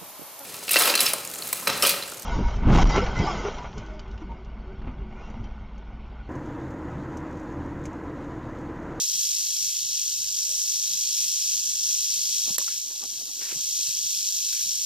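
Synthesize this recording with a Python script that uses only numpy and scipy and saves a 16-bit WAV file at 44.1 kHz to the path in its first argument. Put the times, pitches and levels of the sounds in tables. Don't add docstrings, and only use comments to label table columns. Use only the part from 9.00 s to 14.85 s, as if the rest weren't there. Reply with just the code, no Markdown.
import sys
import numpy as np
from scipy import signal
from scipy.fft import rfft, irfft
from scipy.io import wavfile

SR = 44100
rng = np.random.default_rng(int(sys.argv[2]) if len(sys.argv) > 2 else 0)


def invert_db(level):
    return 10 ** (np.asarray(level, dtype=float) / 20)


def dump_mix(stems):
    frames = np.atleast_2d(stems).T
    limited = np.clip(frames, -1, 1)
    pcm = np.round(limited * 32767).astype(np.int16)
    wavfile.write(sys.argv[1], SR, pcm)


N = 257984
CRACK_S = 3.5827


def evened(x):
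    return x / np.sqrt(np.mean(x ** 2) + 1e-20)


def curve(rows):
    s, *columns = np.transpose(rows)
    return [np.interp(np.arange(N) / SR, s, c) for c in columns]


def colour(x, hz, db, size=2048):
    bins = abs(np.fft.fftfreq(size, 1 / SR))
    log_gain = np.log(invert_db(np.interp(np.log(bins + 1), np.log(hz), db)))
    taps = np.fft.ifft(np.exp(np.conj(signal.hilbert(log_gain)))).real
    return signal.oaconvolve(x, taps[:size // 2])[:N]


def drift(hz):
    spectrum = rfft(rng.standard_normal(N))
    return evened(irfft(spectrum / (1 + (np.fft.rfftfreq(N, 1 / SR) / hz) ** 2), N))


def clicks(per_s, spread_db):
    luck, size, sign = rng.random(N), rng.exponential(1, N), rng.choice([-1., 1.], N)
    return (luck < per_s / SR) * invert_db(spread_db * np.minimum(size, 4)) * sign


def swell(s, rise, hold, fall):
    t = np.arange(N) / SR - s
    return np.clip(np.minimum(t / rise, (rise + hold + fall - t) / fall), 0, 1)


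def add(mix, s, sound):
    part = mix[:, round(s * SR):][:, :sound.shape[1]]
    part += sound[:, :part.shape[1]]


def shake(per_s):
    turn = 2 * np.pi * np.cumsum(per_s * (1 + .008 * drift(hz=6))) / SR
    whip_db = 1.4 * np.cos(turn) + .8 * np.cos(2 * turn + .8)
    bunch_db = (1.7 + .9 * drift(hz=3)) * np.cos(4 * turn + .3 * drift(hz=30))
    return invert_db(whip_db + bunch_db)


def segment_clacks(swing):
    segments_hz = (2558, 4100, 5930, 9660, 14750)
    together = .16 * clicks(per_s=500, spread_db=2.3)
    clacks = 0
    for f in segments_hz:
        struck = together + clicks(per_s=4500, spread_db=1.9)
        struck = swing * invert_db(.7 * drift(hz=1.2)) * struck
        clacks = clacks + colour(struck, [f / 2, f, f * 2], [-22, 0, -22], size=256)
    return evened(clacks)


def add_rings(x):
    # [f/Hz, width/Hz, level/dB]
    narrow_rings = [(3310, 220, 0.5), (3880, 170, -11), (4457, 82, -2), (4850, 75, -1), (5284, 180, -2),
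                    (5430, 160, 0), (5828, 40, -2.5), (5830, 120, -5.5), (6160, 46, -4), (6140, 90, 0),
                    (6780, 110, -5), (7180, 150, -6.5), (7500, 180, -6.5), (8740, 97, -2)]
    rings = [invert_db(db) * signal.lfilter(*signal.iirpeak(hz, hz / width, fs=SR), x)
             for hz, width, db in narrow_rings]
    return x + sum(rings)


def rattle():
    # [t/s, effort/dB, shakes per second/Hz]
    tail = [(0.0, -29.5, 51.6), (0.07, -32, 51.5), (0.2, -29.5, 51.2), (0.3, -31, 51.1),
            (1.02, -32.5, 48.2), (1.3, -33.3, 48.2), (1.53, -32.5, 48.2), (1.97, -32, 52.1),
            (2.18, -30.8, 52.2), (2.67, -31.9, 49.7), (2.83, -32, 51.8), (3.18, -30.5, 52.7),
            (3.34, -30.5, 55.0), (3.63, -32, 51.7), (3.81, -32, 50.7), (4.75, -31.5, 50.3),
            (5.6, -31, 49.6), (5.85, -31.5, 47.5)]
    # [f/Hz, left level/dB, right level/dB]
    ports = [(1500, -33.6, -51.5), (2200, -25.4, -30.1), (3200, -13.1, -14.2), (4300, -9.5, -10.4),
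             (5000, -4.8, -10.0), (5450, -0.1, -9.0), (6100, -1.6, -3.6), (7000, -9.0, -2.6),
             (7800, -15.7, -8.3), (9000, -23.4, -16.0), (10500, -27.6, -16.7), (12000, -22.1, -18.2),
             (13500, -16.3, -14.2), (14400, -19.2, -13.3)]
    trim_db = np.array([2.8, -0.05, 2.56, -0.5, -1.24, -0.7, -4.06, -1.2, 1.03, 0.7, -2.0, -1.5, 0.7, 1.3, 1.5, 1.0])
    # [f/Hz, level against the direct clack/dB]
    scatter = [(1800, 0), (2900, -9), (4500, -4), (6500, -5), (9500, 3), (13500, -1)]
    # [f/Hz, phase/rad]
    lead = [(0, 0), (1980, -0.0), (2500, -0.4), (3010, -0.0), (3530, -0.6), (4570, -0.7), (5000, -0.5),
            (6030, -2.6), (7840, -1.8), (10200, -1.8), (10700, -1.1), (12900, -1.7), (14400, -2.8),
            (14900, -3.0)]

    effort_db, per_s = curve(tail)
    clacks = segment_clacks(shake(per_s))
    fading = invert_db(-60 * np.arange(1000) / SR / 0.11) ** 2
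    glow = evened(np.sqrt(abs(signal.oaconvolve(clacks ** 2, fading)[:N])))

    hz, left_db, right_db = np.transpose(ports)
    port_hz = np.r_[300, hz, 15500]
    port_db = np.r_[left_db[0] - 25, left_db, left_db[-1]] + trim_db
    heard = []
    for _ in range(2):
        scattered = colour(glow * rng.standard_normal(N), *np.transpose(scatter))
        heard.append(colour(add_rings(clacks) + scattered, port_hz, port_db))
    left, right = heard

    bins = np.fft.rfftfreq(N, 1 / SR)
    balance = invert_db(np.interp(np.log(bins + 1), np.log(hz), right_db - left_db + 0.41))
    cavity = balance * np.exp(-1j * np.interp(bins, *np.transpose(lead)))
    pair = evened(np.array([left, irfft(rfft(right) * cavity, N)]))
    return invert_db(effort_db + 4.0 + .4 * drift(hz=9)) * pair


def air():
    # [f/Hz, level/dB]
    hush = [(25, -52), (45, -60), (90, -39.5), (170, -42), (260, -48), (600, -49.5), (800, -52),
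            (1050, -47), (1350, -52), (1650, -42.5), (1850, -50), (2100, -44), (3000, -54), (15000, -70)]
    shared, left, right = rng.standard_normal((3, N))
    pair = np.array([colour(.45 * shared + .89 * own, *np.transpose(hush), size=8192) for own in (left, right)])
    deep, low = (signal.filtfilt(*signal.butter(2, hz, fs=SR), pair) for hz in (115, 600))
    lumps = deep * invert_db(3.5 * drift(hz=4) - 1.5) + (low - deep) * invert_db(2.8 * drift(hz=7) - .8)
    return (pair - low + lumps) * invert_db(np.array([[0], [-2]]))


def drone():
    hum = signal.lfilter(*signal.butter(2, [500, 680], "band", fs=SR), rng.standard_normal(N))
    passing = swell(1.39, rise=.08, hold=.13, fall=.13)
    return invert_db(-59.5 + np.array([[0], [-5]])) * passing * evened(hum)


def leaves():
    # [f/Hz, level/dB]
    litter = [(120, -22), (300, 0), (600, -3.5), (1200, 1.5), (2500, 7.5), (6000, -4.5), (15000, -20)]
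    # [start t/s, length/s, level/dB, brightness/dB: lowers the dull part by it, lifts the
    stirs = [(3.459, 0.081, -52.5, -2), (3.576, .055, -50.5, 0.5), (3.667, 0.063, -59, 6.5),
             (3.714, 0.099, -67, 7.5), (3.809, 0.61, -59.5, -5.5), (4.02, 0.042, -48, -1),
             (4.284, .12, -67.5, 4.5), (4.395, 0.17, -49.5, 3.5), (4.537, 0.086, -57.5, -4.5),
             (4.762, 0.27, -67.5, -5.5), (5.494, .15, -69, 8), (5.775, 0.13, -63.5, -3.5)]
    rise_s, fall_s = .015, .02

    shared = evened(clicks(per_s=700, spread_db=3.5)) + .5 * rng.standard_normal(N)
    pair = [colour(shared + 0.9 * rng.standard_normal(N), *np.transpose(litter)) for _ in range(2)]
    pair = evened(np.array(pair))
    dull = signal.lfilter(*signal.butter(2, 800, fs=SR), pair)
    low, high = evened(dull), evened(pair - dull)

    rustle = 0
    for s, length, level_db, tilt_db in stirs:
        stir = swell(s, rise_s, max(length - rise_s - fall_s, 0), fall_s) ** 2
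        rustle = rustle + invert_db(level_db) * stir * (low * invert_db(-tilt_db) + high * invert_db(2 * tilt_db))
    return invert_db(2.18 * drift(hz=32.5) + np.array([[.4], [-.4]])) * rustle


def knocks(out, t):
    # [t/s, peak level/dB, f/Hz, left minus right/dB, t60/s]
    knock_list = [(3.478, -34.5, 283, 7.5, 0.026), (3.503, -33.5, 184, 0, 0.053),
                  (3.594, -35.5, 553, 3, 0.035), (3.613, -40.5, 1080, 5.5, 0.052),
                  (3.679, -33, 1344, -3.5, 0.031), (4.026, -40, 1168, 4, 0.08), (4.414, -34, 299, -2, 0.04),
                  (4.523, -38, 338, 10, 0.053), (4.551, -36, 156, 1, 0.076), (4.78, -43.5, 305, 0.5, 0.042),
                  (4.882, -45.5, 131, 2, 0.091), (4.95, -49.5, 325, 2, 0.043), (5.04, -44.5, 127, 0, 0.086),
                  (5.159, -47.5, 142, 3, 0.09), (5.66, -53, 180.6, -2, 0.19), (5.82, -49, 300, -0.5, 0.076)]
    for s, db, hz, pan_db, t60 in knock_list:
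        band = signal.butter(2, [hz * .6, hz * 1.7], "band", fs=SR)
        puff = evened(signal.lfilter(*band, rng.standard_normal(len(t))))
        ring = .9 * np.sin(2 * np.pi * hz * t) + .45 * puff
        ring = ring * invert_db(-60 * t / t60) * np.minimum(t * hz / 1.2, 1)
        add(out, s, invert_db(db + np.array([[.5], [-.5]]) * pan_db) * ring)


def crack(out, t):
    # [f/Hz, left level/dB, right level/dB, t60/s]
    modes = [(543, -23, -38, 0.0083), (1000, -23, -36, .01), (1860, -25.5, -40.5, 0.014),
             (4200, -23, -23, 0.0063), (7770, -19, -11, 0.008), (9240, -30, -9, 0.0034),
             (11100, -26, -11, 0.006), (12200, -28, -7, 0.0042), (14700, -10, -24, 0.0036)]
    onset = np.minimum(t / .00025, 1)
    for hz, left_db, right_db, t60 in modes:
        fade = invert_db(np.array([[left_db], [right_db]]) + .5 - 60 * t / t60)
        add(out, CRACK_S, fade * onset * np.sin(2 * np.pi * (hz * t + rng.random())))


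def snaps(out, t):
    # [t/s, peak level/dB, lowest f/Hz]
    snap_list = [
        (4.389, -32, 1450),
        (4.49, -26.5, 1490),
        (5.528, -23, 1440),
        (5.55, -27, 2020),
        (5.578, -24.5, 1500),
        (5.596, -25, 2220),
        (5.609, -23, 1500),
        (5.625, -24, 2430),
    ]
    for s, db, low_hz in snap_list:
        burst = rng.standard_normal(len(t)) * invert_db(db - 60 * t / 0.0091 + np.array([[-4.5], [0]]))
        add(out, s, signal.lfilter(*signal.butter(4, low_hz, "high", fs=SR), burst))


def stick():
    out, t = np.zeros((2, N)), np.arange(3000) / SR
    knocks(out, t)
    crack(out, t)
    snaps(out, t)
    return out


def scene():
    return rattle() + air() + drone() + leaves() + stick()


def gain_control():
    before_db, after_db, duck_db, sag_db = 2.5, 1.5, -12.5, -5
    sag_fall_s = 0.33
    duck = swell(CRACK_S - .019, rise=.006, hold=.0085, fall=.0045)
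    sag = swell(CRACK_S, sag_fall_s, hold=0.44, fall=0.29)
    settled = swell(CRACK_S, sag_fall_s, hold=N / SR, fall=1)
    return invert_db(before_db + (after_db - before_db) * settled + duck_db * duck + sag_db * sag)


def coarse(x, level, start=652, size=1024, count=128):
    # [f/Hz, level/dB]
    faint_floor = [(20, -44), (150, -40), (400, -39), (1000, -39), (1650, -39), (2000, -38), (2700, -39)]
    n, k = np.arange(2 * size)[:, None], np.arange(count)
    window = signal.windows.kaiser_bessel_derived(2 * size, 4 * np.pi)[:, None]
    basis = window * np.sqrt(2 / size) * np.cos(np.pi / size * (n + .5 + size / 2) * (k + .5))
    wide = np.pad(x, ((0, 0), (2 * size - start, 3 * size)))
    at = np.arange(0, wide.shape[1] - 2 * size, size)
    weights = wide[:, at[:, None] + n.T] @ basis

    groups = weights.reshape(2, len(at), -1, 4)
    peak = abs(groups).max(3, keepdims=True)
    faint_db = np.interp(k[2::4] * SR / 2 / size, *np.transpose(faint_floor))[:, None]
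    faint_db = faint_db + np.array([0, 3]).reshape(2, 1, 1, 1)
    level_here = level[np.clip(at + start - size, 0, N - 1), None, None]
    faint = invert_db(faint_db + rng.uniform(-2, 2, peak.shape)) * level_here
    step = faint * rng.uniform(.3, 1.2, peak.shape)
    kept = np.sign(groups) * np.floor(abs(groups) / step + .4) * step * (peak > faint)

    change = (kept.reshape(weights.shape) - weights) @ basis.T
    halves = change[:, 1:, :size] + change[:, :-1, size:]
    return x + halves.reshape(2, -1)[:, size - start:][:, :N]


def roll_off(x):
    return signal.sosfilt(signal.butter(12, 15370, fs=SR, output="sos"), x)


def record(dry):
    gain, ceiling = gain_control(), .58
    edge = signal.firwin(511, 14520, window=("kaiser", 9), fs=SR)
    limited = signal.oaconvolve(dry * gain, edge[None], "same")
    limited = limited / (1 + (limited / ceiling) ** 6) ** (1 / 6)
    care = 1 - .75 * (abs(np.arange(N) / SR - CRACK_S) < .016)
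    mix = coarse(limited - .0005, care * gain ** 0.84)
    return roll_off(mix)


dry = scene()
out = record(dry)
dump_mix(out)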